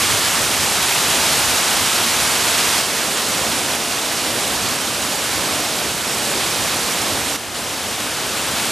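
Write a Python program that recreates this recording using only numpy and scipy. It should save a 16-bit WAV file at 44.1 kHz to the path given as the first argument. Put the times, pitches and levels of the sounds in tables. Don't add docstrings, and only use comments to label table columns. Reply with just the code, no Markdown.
import sys
import numpy as np
from scipy import signal
from scipy.fft import rfft, irfft, next_fast_len
from scipy.io import wavfile
from scipy.ndimage import uniform_filter1d, map_coordinates

SR = 44100
rng = np.random.default_rng(int(sys.argv[2]) if len(sys.argv) > 2 else 0)


def unload_wav(signal):
    wavfile.write(
        sys.argv[1],
        SR,
        np.round(np.clip(np.atleast_2d(signal).T, -1, 1) * 32767).astype(np.int16),
    )


N = 384111


def amp(db):
    return 10 ** (np.asarray(db) / 20)


def unit(x):
    return x / np.sqrt(np.mean(x ** 2) + 1e-20)


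def along(points, hz):
    freqs, values = np.transpose(points)
    return np.interp(np.log(hz + 1), np.log(freqs + 1), values)


def envelope(points):
    times, values = np.transpose(points)
    return np.interp(np.arange(N) / SR, times, values)


def wobble(knots_per_s):
    knots = rng.standard_normal(int(N * knots_per_s / SR) + 4)
    return map_coordinates(knots, [np.arange(N) * knots_per_s / SR])


def after(start_s, ramp_s=0.0066):
    return np.clip((np.arange(N) / SR - start_s) / ramp_s, 0, 1)


def swell(peak_s, half_s):
    return np.exp(-((np.arange(N) / SR - peak_s) / half_s) ** 2)


def filtered(x, response):
    size = next_fast_len(N + SR // 2)
    hz = np.fft.rfftfreq(size, 1 / SR)
    return irfft(rfft(x, size) * response(hz), size)[..., :N]


def below(hz, edge_hz):
    return 1 / np.sqrt(1 + (hz / edge_hz) ** 6)


def panned(db):
    return amp(np.array([db, -db]) / 2)


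def spread(pair, colour):
    # freq_hz, coherence
    likeness = [(60, 1), (200, 1), (350, 0.99), (800, 1), (1400, 1), (2000, 0.91), (3300, 1), (4200, .91),
                (6000, 0.93), (9000, 0.85), (10300, 0.79), (12600, 0.65), (14500, 0.81)]

    def mid_side_gains(hz):
        angle = np.arccos(np.clip(along(likeness, hz), 0, 1)) / 2
        return colour(hz) * np.array([np.cos(angle), np.sin(angle)])

    mid, side = filtered(pair, mid_side_gains)
    return unit(np.array([mid + side, mid - side]))


def breeze():
    # time_s, level_db
    faint = [(0, -40), (1.9, -43.5), (2.7, -57), (4.5, -44.5), (8.71, -44)]
    # peak_s, level_db
    puffs = [(.12, -30), (.43, -38), (.62, -37), (1.48, -33), (1.8, -38), (2.22, -40), (4.68, -37),
             (5.38, -40), (6.62, -38), (7.12, -41)]
    # freq_hz, level_db
    colour = [(20, -32), (40, -16), (65, -2), (110, 1.5), (170, -8.5), (300, -16), (800, -38), (3000, -80)]
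    noise = rng.standard_normal((2, N)) + 0.67 * rng.standard_normal(N)
    rumble = filtered(noise, lambda hz: amp(along(colour, hz)))
    flutter = amp(1.5 * wobble(18))
    strength = amp(envelope(faint)) + sum(amp(db) * swell(s, half_s=0.042) for s, db in puffs)
    return strength * unit(flutter * rumble)


def churn(patchy_db, patch_frames):
    spectra = signal.stft(rng.standard_normal((2, N)), nperseg=256)[2]
    patches = uniform_filter1d(rng.standard_normal(spectra.shape[1:]), size=6, axis=0)
    patches = uniform_filter1d(patches, size=patch_frames, axis=1)
    spectra *= amp(patchy_db * unit(patches))
    return unit(signal.istft(spectra, nperseg=256)[1][:, :N])


def bubbles(count, low_hz, high_hz, cycles, rise, spread_db, ring_samples):
    when, pitch, strength, place = rng.random((count, 4)).T[:, :, None]
    hz = low_hz * (high_hz / low_hz) ** pitch
    turns = hz * np.arange(ring_samples) / SR
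    age = turns / cycles
    glide = 1 + rise * np.minimum(age, 2) / 2
    ring = np.sin(2 * np.pi * turns * glide) * np.exp(-2 * age)
    ring *= hz / high_hz
    ring *= amp(-spread_db * np.log(strength + 0.01))
    at = ((when * N).astype(int) + np.arange(ring_samples)).ravel()
    return np.array([unit(np.bincount(at, (ring * gain).ravel(), N)[:N]) for gain in (1, place - 0.5)])


def surging(trough_share=0.3, trough_lead_s=0.3):
    # peak_s, rise_db, half_length_s
    surges = [(1.2, 1.9, 0.18), (2.63, 1.5, 0.12), (3.5, 1.3, 0.27), (4.36, 1.5, 0.17), (5.52, 1.9, 0.097),
              (6.3, 1.8, .16), (6.78, 1, .14), (7.12, 1, .11), (8.55, 1, .18)]
    return sum(db * (swell(s, half_s) - trough_share * swell(s - trough_lead_s, half_s))
               for s, db, half_s in surges)


def dips(recover_db_per_s=2.5, hush_db=2.5):
    # start_s, depth_db
    drops = [(3.76, 1.6), (4.76, 1.5), (7.362, 4)]
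    t = np.arange(N) / SR
    loss_db = sum(after(s) * np.maximum(db - recover_db_per_s * (t - s), 0) for s, db in drops)
    hush = after(7.362) - after(7.541)
    return loss_db + hush_db * hush


def roar(level_db):
    # freq_hz, level_db
    colour = [(22, -36), (35, -27), (48, -16), (65, -5.5), (90, -4.5), (170, -2), (225, 0.3), (300, 0),
              (420, -1.4), (540, -0.5), (720, 0.5), (950, -2.5), (2000, -8.5), (5000, -16)]
    gurgle = bubbles(count=3000, low_hz=219.8, high_hz=1386, cycles=10.3, rise=0.14,
                     spread_db=2, ring_samples=1536)
    water = churn(patchy_db=0.13, patch_frames=20) + amp(-20.5) * gurgle
    body = spread(water, lambda hz: amp(along(colour, hz)) * below(hz, edge_hz=876))
    return amp(level_db + 0.13 * wobble(12)) * body


def splash(surge_db, step_s=2.812, step_down_db=3):
    # freq_hz, level_db
    colour = [(250, -12), (500, -2.5), (800, -0.5), (1400, -1.5), (1950, -3.5), (3100, -2), (4500, -3.5),
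              (6200, -5), (7300, -5), (9000, -6), (10200, -8.5), (12000, -9.5), (13600, -17),
              (15200, -27.5)]
    # time_s, level_db
    drift = [(0, -17.5), (.7, -18), (1.2, -16.5), (1.8, -17), (2.7, -17), (5.6, -18), (5.95, -19),
             (6.4, -17.5), (6.9, -17.2), (7.35, -18.5), (8.71, -16.5)]
    # time_s, treble_db
    brightness = [(0, 0), (7.35, -0.2), (7.38, -1), (8.71, -1)]
    # time_s, left_minus_right_db
    pan = [(0, 0), (.9, 0.7), (2.4, 0.5), (3.1, 0), (7.35, -0.2), (7.38, 1.4)]
    fizz = bubbles(count=16000, low_hz=1002, high_hz=12880, cycles=7, rise=0.12,
                   spread_db=2.5, ring_samples=320)
    water = churn(patchy_db=0.51, patch_frames=14) + amp(-11) * fizz
    low_cut = lambda hz: np.sqrt(1 - below(hz, edge_hz=800) ** 2)
    body = spread(water, lambda hz: amp(along(colour, hz)) * low_cut(hz))
    slap = filtered(body, lambda hz: below(hz, edge_hz=3200))
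    hiss = (body - slap) * amp(envelope(brightness))
    level_db = envelope(drift) - step_down_db * after(step_s) + surge_db
    bursts_db = 0.27 * wobble(24) + 0.27 * wobble(70)
    return amp(level_db + bursts_db) * (slap + hiss) * panned(envelope(pan))


def scene():
    surge_db = surging()
    water = roar(level_db=-28 + surge_db) + splash(0.12 * surge_db)
    return water * amp(-dips()) + breeze()


def record(dry, top_hz=15250):
    # freq_hz, left_minus_right_db
    balance = [(100, -0.3), (1500, -1.5), (2100, -4.5), (3200, -0.9), (4600, -2), (6900, -2.5),
               (7900, -1.5), (9100, -2.5), (10300, 1), (11700, -1), (13500, 1.2)]
    # freq_hz, lead_rad
    lead = [(600, 0.011), (1700, -0.015), (2500, 0.22), (3500, 0.064), (8300, 0.094), (9800, 0.43),
            (11200, .23), (12200, .55), (14300, 0)]
    phase = lambda hz: np.exp(0.5j * np.outer([1, -1], along(lead, hz)))
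    return filtered(dry, lambda hz: panned(along(balance, hz)) * phase(hz) * (hz < top_hz))


dry = scene()
out = record(dry)
unload_wav(out)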